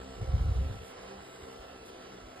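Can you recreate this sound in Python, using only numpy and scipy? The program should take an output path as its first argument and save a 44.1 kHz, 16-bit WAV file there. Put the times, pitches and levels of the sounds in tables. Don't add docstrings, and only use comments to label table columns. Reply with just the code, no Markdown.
import sys
import numpy as np
from scipy import signal
from scipy.fft import rfft, irfft
from scipy.io import wavfile
from scipy.ndimage import uniform_filter1d

SR = 44100
rng = np.random.default_rng(int(sys.argv[2]) if len(sys.argv) > 2 else 0)


def dump(signal):
    limited = np.clip(np.atleast_2d(signal).T, -1, 1)
    pcm = np.round(limited * 32767).astype(np.int16)
    wavfile.write(sys.argv[1], SR, pcm)


def linear_from_db(decibels):
    return 10 ** (np.asarray(decibels, float) / 20)


N = 105840

# centre_s, width_s, level_db
INSECT_SPELLS = [
    (.1, 0.17, -70.5),
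    (1.35, 0.15, -69.5),
]
# start_s, length_s, level_db
LEAF_BRUSHES = [
    (.0, .06, -72),
    (.2, .07, -69),
    (.33, .5, -67),
    (.81, .125, -60),
    (1., .07, -67),
    (1.2, .34, -67),
    (1.5, .25, -69.5),
    (1.84, .085, -59),
]
# pitch_hz, level_db (per Hz)
LEAF_COLOUR = [(500, -30), (1000, -8), (2000, -4), (4500, -1), (8000, -3), (12500, -6), (15000, -15)]
HUM_HZ = [665, 1328, 8908]
# level_db, left_over_right_db, left_lead_rad, waver_hz
HUM_TONES = [
    (-66, 4., -.8, 2.),
    (-62.8, 5., -1.2, 1.8),
    (-86, 0., -.7, 1.5),
]
# time_s, speed_share above rest
GENERATOR_LOAD = [(0, 0), (1.38, 0), (1.48, .007), (1.7, .005), (1.9, .001), (2.4, 0)]
# centre_s, width_s, peak_db, slosh_hz
BUFFETS = [(0.036, 0.061, -53, 59), (0.178, 0.015, -41, 51.4), (0.223, 0.0095, -32.5, 101),
           (.25, 0.0062, -37.5, 60), (0.294, 0.011, -27.5, 69.6), (0.348, 0.016, -21.5, 64.3),
           (0.372, 0.021, -29.5, 71), (.42, 0.013, -24.5, 67), (0.46, 0.023, -29, 73),
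           (0.496, 0.015, -30, 101), (0.521, 0.0049, -25, 60.4), (0.563, 0.013, -30, 65.6),
           (0.602, 0.03, -27, 66.6), (0.664, 0.018, -32, 73.4), (0.709, 0.0092, -33.5, 109.4),
           (0.754, 0.017, -39.5, 98.4), (.815, 0.025, -47, 76), (1.049, 0.043, -62.5, 61),
           (1.201, 0.021, -54, 73), (1.436, 0.015, -53.5, 72.4), (1.608, 0.018, -50, 57),
           (1.803, 0.084, -62.5, 67), (2.25, 0.026, -56, 47), (2.328, 0.07, -63, 89)]
# pitch_hz, level_db (per Hz)
BUFFET_COLOUR = [(12, -60), (20, -0.5), (51, -0.5), (70, -4), (97, -3.5), (156, -13.5), (232, -23),
                 (264, -52), (330, -32.5), (430, -87), (730, -120)]
# pitch_hz, level_db (per Hz)
HISS_COLOUR = [(40, -18.5), (300, -4.5), (480, -1.5), (800, -3), (1500, -9.5), (5500, -18), (12800, -35),
               (15000, -38)]
# time_s, blade_pass_hz
ROTOR_SPEED = [(0, 65.2), (.4, 66.2), (.7, 65.8), (.88, 64.4), (1.1, 65.3), (1.6, 65), (1.9, 64),
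               (2.4, 64.2)]
# time_s, level_db, tilt_db (per octave)
FLIGHT = [(0.0, -42, -7), (0.13, -42, -3), (0.3, -42, 4), (0.55, -42.5, 1.5), (0.75, -44, -4),
          (0.88, -46, 1), (1.1, -43, 1), (1.35, -48, -2.5), (1.7, -47, -2), (1.9, -45.5, 2.5),
          (2.02, -48, 6), (2.14, -49.5, -5), (2.4, -48, 2)]
# multiple of the blade rate, level_db
SLAP_HARMONICS = [(1, -11), (2, -6.5), (3, -1.5), (4, 0.5), (5, -5), (6, 2), (7, 5), (8, 3), (9, -26),
                  (10, -12), (11, -2.5), (12, -4)]
PORT_COMB = [(0, 0, .96), (.03, .35, .95), (.075, 1.5, .85), (.092, 1.2, .3), (.113, 2.1, .72),
             (.14, 1.4, .33), (.2, 0, .4), (.245, -.15, .9), (.275, -.8, .5), (.315, -2.8, .74),
             (.37, -2, .6), (.57, -.3, .55), (.67, -1.4, .4), (.72, -3.14, .95), (.845, -3.14, .95),
             (.9, -4.6, .4), (.99, -6.28, .9), (1, -6.28, .96)]
# pitch_hz, left_over_right_db
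LEFT_LEAN = [(500, 0.5), (800, -3), (980, -9), (1500, -0.5), (2200, -3), (3200, -6), (4200, -2),
             (5500, -0.5)]
# start_s, length_s
TOP_OPEN = [(0, .04), (.21, .06), (.55, .09), (1.03, .04), (1.14, .12), (1.38, .06), (1.66, .03),
            (1.89, .04)]
TOP_BAND_HZ = 15150


def evened(x):
    return x / np.sqrt(np.mean(x ** 2) + 1e-20)


def read(points, hz):
    f, value = np.transpose(points)
    return np.interp(np.log(hz + 1), np.log(f + 1), value)


def coloured(x, gain):
    return irfft(rfft(x) * gain(np.fft.rfftfreq(N, 1 / SR)), N)


def drift(top_hz, size):
    noise = rng.standard_normal((*size, N))
    return evened(coloured(noise, lambda hz: (hz > 0) / (1 + (hz / top_hz) ** 4)))


def smoothed(x, bands, frames):
    return evened(uniform_filter1d(uniform_filter1d(x, bands, axis=0), frames, axis=1))


def bumps(rows):
    t = np.arange(N) / SR
    power = sum((linear_from_db(db) * np.exp(-.5 * ((t - s) / w) ** 2)) ** 2 for s, w, db, *_ in rows)
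    return np.sqrt(power)


def insects():
    centre_hz, width_hz = 7900, 350
    band = lambda f: np.exp(-((f - centre_hz) / width_hz) ** 2)
    return bumps(INSECT_SPELLS) * evened(coloured(rng.standard_normal((2, N)), band))


def leaves():
    rise_s, fall_s, crackle_db, crackle_hz = .025, .035, 2., 150
    t = np.arange(N) / SR
    shape = 0
    for start, length, db in LEAF_BRUSHES:
        rise = np.clip((t - start) / rise_s, 0, 1)
        fall = np.clip((start + length - t) / fall_s, 0, 1)
        shape = shape + linear_from_db(db) * rise * fall
    grain = linear_from_db(crackle_db * drift(crackle_hz, size=(1,)))
    noise = grain * rng.standard_normal((2, N))
    return shape * evened(coloured(noise, lambda f: linear_from_db(read(LEAF_COLOUR, f))))


def generator():
    sway_db, sway_hz = 2.2, 15
    out, side = np.zeros((2, N)), np.array([[.5], [-.5]])
    load = np.interp(np.arange(N) / SR, *np.transpose(GENERATOR_LOAD))
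    for hz, (db, pan_db, lead, waver_hz) in zip(HUM_HZ, HUM_TONES):
        pitch, size = drift(sway_hz, size=(2,))
        tone_hz = hz * (1 + load * (hz < SR / 10)) + waver_hz * pitch
        turn = 2 * np.pi * np.cumsum(tone_hz) / SR
        level = linear_from_db(db + pan_db * side + sway_db * size)
        out += np.sqrt(2) * level * np.sin(turn + lead * side)
    return out


def wind():
    alike, steadiness, breeze_db, slosh_share = .97, 0.57, -64, 0.76
    lead_rad, lead_hz, lead_power, lead_max_rad = .21, 65, 1.35, .75
    low_cut_hz = 37
    a, b = rng.standard_normal((2, N))
    pair = np.array([a, alike * a + np.sqrt(1 - alike ** 2) * b])
    rumble = coloured(pair, lambda f: linear_from_db(read(BUFFET_COLOUR, f)))
    size = abs(signal.hilbert(evened(rumble).mean(axis=0)))
    rumble = evened(rumble / (uniform_filter1d(size, 500) + 0.24) ** steadiness)
    t = np.arange(N) / SR
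    slosh = 0
    for row, start in zip(BUFFETS, rng.random(len(BUFFETS))):
        centre, slosh_hz = row[0], row[3]
        slosh = slosh + bumps([row]) * np.cos(2 * np.pi * (slosh_hz * (t - centre) + start))
    gust = np.sqrt(1 - slosh_share ** 2) * bumps(BUFFETS) + linear_from_db(breeze_db)
    x = np.sqrt(2 * slosh_share) * slosh + rumble * gust
    side = np.array([[-.5], [.5]])
    lead = lambda f: np.minimum(lead_rad * (f / lead_hz) ** lead_power, lead_max_rad) * side
    return coloured(x, lambda f: np.exp(1j * lead(f)) / (1 + (low_cut_hz / (f + 1)) ** 6))


def blade_hiss():
    hiss_db, patch_db, wide_db, swell_db, streak_db = -50, -0.21, .6, .4, 2
    dip_hz, dip_depth, dip_width_hz = 910, .4, 70
    frames = N // 128 + 5
    a, b, c, d, patch, wide, streak = rng.standard_normal((frames, 257, 7)).T
    streak = smoothed(streak, 2, 90)
    patch = smoothed(patch, 6, 24)
    wide = smoothed(wide, 120, 8)
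    swell = smoothed(wide, 60, 60)
    flicker = linear_from_db(patch_db * patch + wide_db * wide + swell_db * swell + streak_db * streak)
    z = np.array([a + 1j * b, c + 1j * d]) * flicker
    x = signal.istft(z, nperseg=512, noverlap=384)[1][:, :N]
    dip = lambda f: 1 - dip_depth * np.exp(-((f - dip_hz) / dip_width_hz) ** 2)
    return linear_from_db(hiss_db) * evened(coloured(x, lambda f: linear_from_db(read(HISS_COLOUR, f)) * dip(f)))


def sprayer():
    slap_db, hiss_follows, chop_depth = -6.5, 0.31, 0.23
    speed_spread, speed_wander, wander_hz = .009, .006, 4.65
    flutter_db, flutter_hz, scatter_db, scatter_hz = 2., 10, 1.5, 6
    t = np.arange(N) / SR
    s, level_db, tilt_db = np.transpose(FLIGHT)
    level_db, tilt_db = np.interp(t, s, level_db), np.interp(t, s, tilt_db)
    hz = np.interp(t, *np.transpose(ROTOR_SPEED))
    off = speed_spread * np.linspace(-1, 1, num=4)[:, None] + speed_wander * drift(wander_hz, size=(2, 4))
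    turn = 2 * np.pi * (np.cumsum(hz * (1 + off), axis=-1) / SR + rng.random((2, 4, 1)))
    loud = linear_from_db(flutter_db * drift(flutter_hz, size=(2, 4)))
    slaps = 0
    for k, db in SLAP_HARMONICS:
        level = linear_from_db(db + tilt_db * np.log2(k / 6) + scatter_db * drift(scatter_hz, size=(1,)))
        slaps = slaps + level * (loud * np.cos(k * turn)).sum(axis=1)
    chop = 1 + chop_depth * (loud * np.cos(turn)).mean(axis=1)[:1]
    hiss_level = linear_from_db(hiss_follows * (level_db - level_db.mean()))
    return linear_from_db(level_db + slap_db) * evened(slaps) + hiss_level * chop * blade_hiss()


def ports(pair):
    comb_hz, comb_sway, comb_ripple, likeness_ripple = 7600, .004, .012, .1
    sway_hz, top_band_db = 0.67, -6
    hz, _, (a, b) = signal.stft(pair, SR, nperseg=1024, noverlap=768)
    share, lead, same = np.transpose(PORT_COMB)
    ripple = smoothed(rng.standard_normal(a.T.shape).T, 8, 30)
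    frame_at = np.minimum(np.arange(a.shape[1]) * 256, N - 1)
    sway = drift(sway_hz, size=(1,))[0, frame_at]
    column = hz[:, None]
    at = (column / comb_hz * (1 + comb_sway * sway) + comb_ripple * ripple * (column > 1500)) % 1
    same = np.interp(at, share, same)
    same = np.clip(same + likeness_ripple * ripple[::-1] * (1 - same ** 2) * 2, 0, 1)
    right = same * np.exp(1j * np.interp(at, share, lead)) * a + np.sqrt(1 - same ** 2) * b
    lean = linear_from_db(read(LEFT_LEAN, hz) / 2)[:, None]
    shelf = linear_from_db(top_band_db * (column > TOP_BAND_HZ))
    z = np.array([a * lean, right / lean]) * shelf
    return signal.istft(z, SR, nperseg=1024, noverlap=768)[1][:, :N]


def scene():
    field = insects() + leaves() + sprayer()
    return ports(field) + generator() + wind()


def low_pass(x):
    return signal.sosfilt(signal.butter(12, 16430, fs=SR, output="sos"), x)


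def record(dry):
    mask_db, hole_db, mask_from_hz = 8, 4.2, 1700
    mid_top_hz, side_top_hz = 15730, 14500
    mid_side = np.array([dry[0] + dry[1], dry[0] - dry[1]]) / 2
    hz, t, z = signal.stft(mid_side, SR, nperseg=2048)
    column = hz[:, None]
    power = uniform_filter1d(uniform_filter1d(abs(z) ** 2, size=4, axis=1), size=3, axis=2)
    around = uniform_filter1d(power, size=20, axis=2)
    low = column < mask_from_hz
    keep = (power * linear_from_db(2 * mask_db) > power[::-1]) | low
    keep &= (power * linear_from_db(2 * hole_db) > around) | low
    keep &= column < np.array([mid_top_hz, side_top_hz])[:, None, None]
    is_open = np.any([(t >= s) & (t <= s + d) for s, d in TOP_OPEN], axis=0)
    keep &= (column < TOP_BAND_HZ) | is_open
    mid, side = signal.istft(z * keep, SR, nperseg=2048)[1][:, :N]
    return low_pass(np.array([mid + side, mid - side]))


dry = scene()
out = record(dry)
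dump(out)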